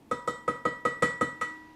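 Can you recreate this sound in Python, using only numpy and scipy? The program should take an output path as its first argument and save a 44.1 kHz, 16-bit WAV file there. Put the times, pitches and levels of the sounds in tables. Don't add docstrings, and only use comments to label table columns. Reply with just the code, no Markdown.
import sys
import numpy as np
from scipy import signal
from scipy.fft import rfft, irfft
from scipy.io import wavfile
from scipy.ndimage import uniform_filter1d

SR = 44100
rng = np.random.default_rng(int(sys.argv[2]) if len(sys.argv) > 2 else 0)


def amplitude_ratio(level_db):
    exponent = np.asarray(level_db, float) / 20
    return 10 ** exponent


def dump(signal):
    limited = np.clip(np.atleast_2d(signal).T, -1, 1)
    pcm = np.round(limited * 32767).astype(np.int16)
    wavfile.write(sys.argv[1], SR, pcm)


N = 77175
T_S = np.arange(N) / SR

# start in seconds, bowl knock level in dB, jar body level in dB, counter thump level in dB.
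TAPS = [
    (0.112, -12, -24, -45),
    (0.275, -12, -22.5, -46),
    (0.478, -10.5, -21.5, -43),
    (0.652, -10, -20, -42),
    (0.851, -11, -21.5, -43),
    (1.023, -10, -17.5, -37.5),
    (1.21, -11.5, -21.5, -38),
    (1.412, -15.5, -31.5, -50.5),
]
# start in seconds (for reading only, TAPS sets the timing), glass deep, glass
# upper, glass lower and steel ring levels in dB.
RINGS = [
    (0.111, -42.5, -42, -43, -60),
    (0.274, -42, -38.5, -49, -57),
    (0.477, -67, -37.5, -47.5, -61.5),
    (0.649, -42.5, -33, -47.5, -60),
    (0.85, -40, -31, -55.5, -58),
    (1.025, -39, -26.5, -46.5, -48.5),
    (1.213, -35.5, -31, -51, -55),
    (1.41, -32.5, -32, -48.5, -56.5),
]

# level in dB, t60 in seconds.
GLASS_HZ = [1944, 2188, 3031, 3941, 2542]
GLASS_UPPER = [(2.5, 0.54), (-31.5, 0.77), (-16, 0.17), (-34, 0.67), (-41.5, 0.9)]
# frequency in Hz, level in dB, t60 in seconds.
GLASS_LOWER = [(972, 1, 2.5)]
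GLASS_DEEP = [(311, -16, 2.5)]
GLASS_SCATTER_DB, GLASS_SWELL_S, GLASS_SWELL_DB, GRIP_S = 0.8, 0.016, -4.5, 0.0013

# frequency in Hz, level in dB, t60 in seconds.
BOWL_MODES = [(1250, -17, .09),
              (1272.7, -7.5, 0.12), (979, -14.5, 0.048), (1565, -37, 0.27), (2260, -30.5, 0.053),
        (1272, -32, 0.055)]
BODY_MODES = [(488, -1, .1),
              (401, -14.5, 0.14), (607.3, -6.5, 0.072), (776, -9.5, 0.047), (428, -14.5, 0.15),
        (510.9, 5.5, 0.045)]
COUNTER = [(74.4, -0.5, 0.17), (140.5, 0, 0.41), (174, 19.5, 0.067), (248.4, 20, 0.072), (303, 11.5, 0.23)]
KNOCK_SCATTER_DB, KNOCK_LATE_S, CONTACT_S = 1.2, 0.0003, 0.002
THUMP_LATE_S, THUMP_S = 0.00403, 0.0038

# level in dB, t60 in seconds.
STEEL_HZ = [3523, 3698, 4430, 7250, 5556, 6648, 7139, 7381, 7525, 8012, 9265, 10140, 12560, 13460]
STEEL = [(-1, 0.18), (-8.5, 0.21), (-7.5, 0.22), (-10, 0.053), (-7, 0.096), (-4.5, 0.073), (-2.5, 0.1),
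         (0, 0.054), (-6.5, 0.14), (4, 0.1), (-6, 0.074), (-8, 0.13), (-25.5, 0.053), (-13.5, 0.058)]
# level in dB, t60 in seconds.
HANDLE_HZ = [2438, 3142, 3196, 3560, 3589, 4047, 4620, 5213, 5480]
HANDLE = [(-9.5, 0.14), (-13.5, 0.4), (-42, 0.39), (-6.5, 0.41), (-20, 0.23), (-14.5, 0.19), (-4, 0.04),
          (-9.5, 0.083), (-20.5, 0.16)]
STEEL_DB, HANDLE_DB, STEEL_SCATTER_DB = 8.5, -34, 2.5

# frequency in Hz, level in dB.
CLICK_COLOUR = [(500, -23), (1200, 3.5), (2200, -5.5), (3500, -14.5), (6000, -13.5), (8000, -21),
                (11000, -26.5), (15000, -52.5)]
CLICK_DB, CHATTER_S = -31, 0.0014
CLICK_STEEL_SHARE = 0.81

# frequency in Hz, t60 in seconds.
ROOM_T60 = [(80, 0.66), (300, 0.34), (1000, 0.46), (3000, 0.32), (8000, .33), (14000, 0.18)]
ROOM_LATE_S, ROOM_BUILD_S, EARLY_DB, EARLY_S = 0.0045, 0.00095, 2, 0.0071
ROOM_KNOCK_DB, ROOM_GLASS_DB, ROOM_STEEL_DB, ROOM_CLICK_DB = -9, -11, -0.5, 10.5

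# frequency in Hz, level in dB.
RUSTLE_COLOUR = [(600, -35.5), (1500, 4), (3000, -3), (5000, -8), (8000, -17.5), (12000, -46)]
# time in seconds, level in dB.
RUSTLE_SWELL = [(0, -98), (.5, -92.5), (1.3, -69.5), (1.55, -64.5), (1.75, -69.5)]
# frequency in Hz, level in dB per Hz.
HUM_COLOUR = [(15, -32), (25, -3.5), (183, -5.5), (240, 2.5), (582, -13), (741, -10.5), (945, -10),
              (1490, -21.5), (15500, -37)]
HUM_DB, FLICKER_DB = -57.5, 0.8


def ring(modes, starts_s, levels_db, scatter_db, rise_s, stopped=False):
    modes, out = np.array(modes, float), np.zeros(N)
    hz, mode_db, t60_s = modes[:, :1], modes[:, 1], modes[:, 2:]
    chance = rng.standard_normal((len(starts_s), len(modes)))
    for k, (start_s, db) in enumerate(zip(starts_s, levels_db)):
        age_s = np.clip(T_S - start_s, 0, None)
        size = amplitude_ratio(db + mode_db + scatter_db * chance[k])[:, None]
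        decay = 1000. ** (-age_s / t60_s)
        tone = (size * np.sin(2 * np.pi * hz * age_s) * decay).sum(axis=0)
        if stopped and k + 1 < len(starts_s):
            tone = tone * np.exp(-np.clip(T_S - starts_s[k + 1], 0, None) / GRIP_S)
        out += tone * (1 - np.exp(-age_s / rise_s)) ** 2
    return out


def glass_ring(starts_s, deep_db, upper_db, lower_db):
    upper = np.c_[GLASS_HZ, GLASS_UPPER]
    prompt = ring(upper, starts_s, upper_db, GLASS_SCATTER_DB, 0.0002, stopped=True)
    swelling = ring(upper, starts_s, upper_db + GLASS_SWELL_DB, GLASS_SCATTER_DB, GLASS_SWELL_S, stopped=True)
    lower = ring(GLASS_LOWER, starts_s, lower_db, GLASS_SCATTER_DB, GLASS_SWELL_S, stopped=True)
    deep = ring(GLASS_DEEP, starts_s, deep_db, GLASS_SCATTER_DB, 0.0033, stopped=True)
    return prompt + swelling + lower + deep


def knocks(starts_s, bowl_db, body_db, counter_db):
    knock_s = starts_s + KNOCK_LATE_S
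    bowl = ring(BOWL_MODES, knock_s, bowl_db, KNOCK_SCATTER_DB, CONTACT_S)
    body = ring(BODY_MODES, knock_s, body_db, KNOCK_SCATTER_DB, CONTACT_S)
    counter = ring(COUNTER, starts_s + THUMP_LATE_S, counter_db, KNOCK_SCATTER_DB, THUMP_S)
    return bowl + body + counter


def spoon_steel(starts_s, steel_db, bowl_db):
    steel = ring(np.c_[STEEL_HZ, STEEL], starts_s, steel_db + STEEL_DB, STEEL_SCATTER_DB, 0.00033)
    handle = ring(np.c_[HANDLE_HZ, HANDLE], starts_s, bowl_db + HANDLE_DB, STEEL_SCATTER_DB, 0.0013)
    return steel + handle


def contact_clicks(starts_s, levels_db):
    out = np.zeros(N)
    for start_s, db in zip(starts_s, levels_db):
        age_s = T_S - start_s
        chatter = 0.39 * (age_s > 0) * np.exp(-np.abs(age_s) / CHATTER_S) * rng.standard_normal(N)
        impulse = 3 * np.sinc(age_s * SR - 9) * (np.abs(age_s) < 0.002)
        out += amplitude_ratio(db + CLICK_DB) * (chatter + impulse)
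    return 40 * tint(out, CLICK_COLOUR)


def kitchen(x):
    age_s = np.clip(np.arange(SR) / SR - ROOM_LATE_S, 0, None)
    tail = sum(noise * 1000. ** (-age_s / curve(ROOM_T60, hz)) for hz, noise in bands(SR))
    build = 1 - np.exp(-age_s / ROOM_BUILD_S)
    early = 1 + amplitude_ratio(EARLY_DB) * np.exp(-age_s / EARLY_S)
    tail = tail * build * early
    return signal.fftconvolve(x, tail / np.sqrt(np.sum(tail ** 2)))[:N]


def rustle():
    return steady_noise(RUSTLE_COLOUR) * amplitude_ratio(np.interp(T_S, *np.array(RUSTLE_SWELL).T))


def hum():
    return steady_noise(HUM_COLOUR) * amplitude_ratio(HUM_DB)


def steady_noise(colour):
    hold = SR // 12
    out = 0
    for _, noise in bands(N):
        walk = np.repeat(rng.standard_normal(N // hold + 1), hold)
        walk = uniform_filter1d(walk, hold)[:N]
        out = out + noise * amplitude_ratio(FLICKER_DB * walk)
    out = tint(out, colour)
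    return out / out.std()


def bands(count):
    f_hz = np.arange(count // 2 + 1) * SR / count + 1
    for hz in 22 * 2 ** (np.arange(20) / 2):
        share = np.cos(np.pi * np.clip(np.log2(f_hz / hz), -.5, .5))
        yield hz, irfft(rfft(rng.standard_normal(count)) * share, count)


def tint(x, table):
    f_hz = np.arange(len(x) // 2 + 1) * SR / len(x)
    return irfft(rfft(x) * amplitude_ratio(curve(table, f_hz)), len(x))


def curve(table, hz):
    table = np.array(table, float)
    return np.interp(np.log(np.maximum(hz, 1)), np.log(table[:, 0]), table[:, 1])


def scene():
    starts_s, bowl_db, body_db, counter_db = np.array(TAPS, float).T
    _, deep_db, upper_db, lower_db, steel_db = np.array(RINGS, float).T
    click_db = CLICK_STEEL_SHARE * (steel_db + 30) + (1 - CLICK_STEEL_SHARE) * bowl_db

    glass = glass_ring(starts_s, deep_db, upper_db, lower_db)
    knock = knocks(starts_s, bowl_db, body_db, counter_db)
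    steel = spoon_steel(starts_s, steel_db, bowl_db)
    click = contact_clicks(starts_s, click_db)

    to_room = amplitude_ratio(ROOM_KNOCK_DB) * knock + amplitude_ratio(ROOM_GLASS_DB) * glass
    to_room = to_room + amplitude_ratio(ROOM_STEEL_DB) * steel + amplitude_ratio(ROOM_CLICK_DB) * click
    mix = glass + knock + steel + click + kitchen(to_room) + rustle() + hum()
    return mix[None]


def top_cut(x):
    return signal.sosfilt(signal.butter(12, 15660, fs=SR, output="sos"), x)


def record(dry):
    low_pass = signal.ellip(8, .2, 70, 15500, fs=SR, output="sos")
    mix = signal.sosfilt(low_pass, dry)
    return top_cut(mix)


dry = scene()
out = record(dry)
dump(out)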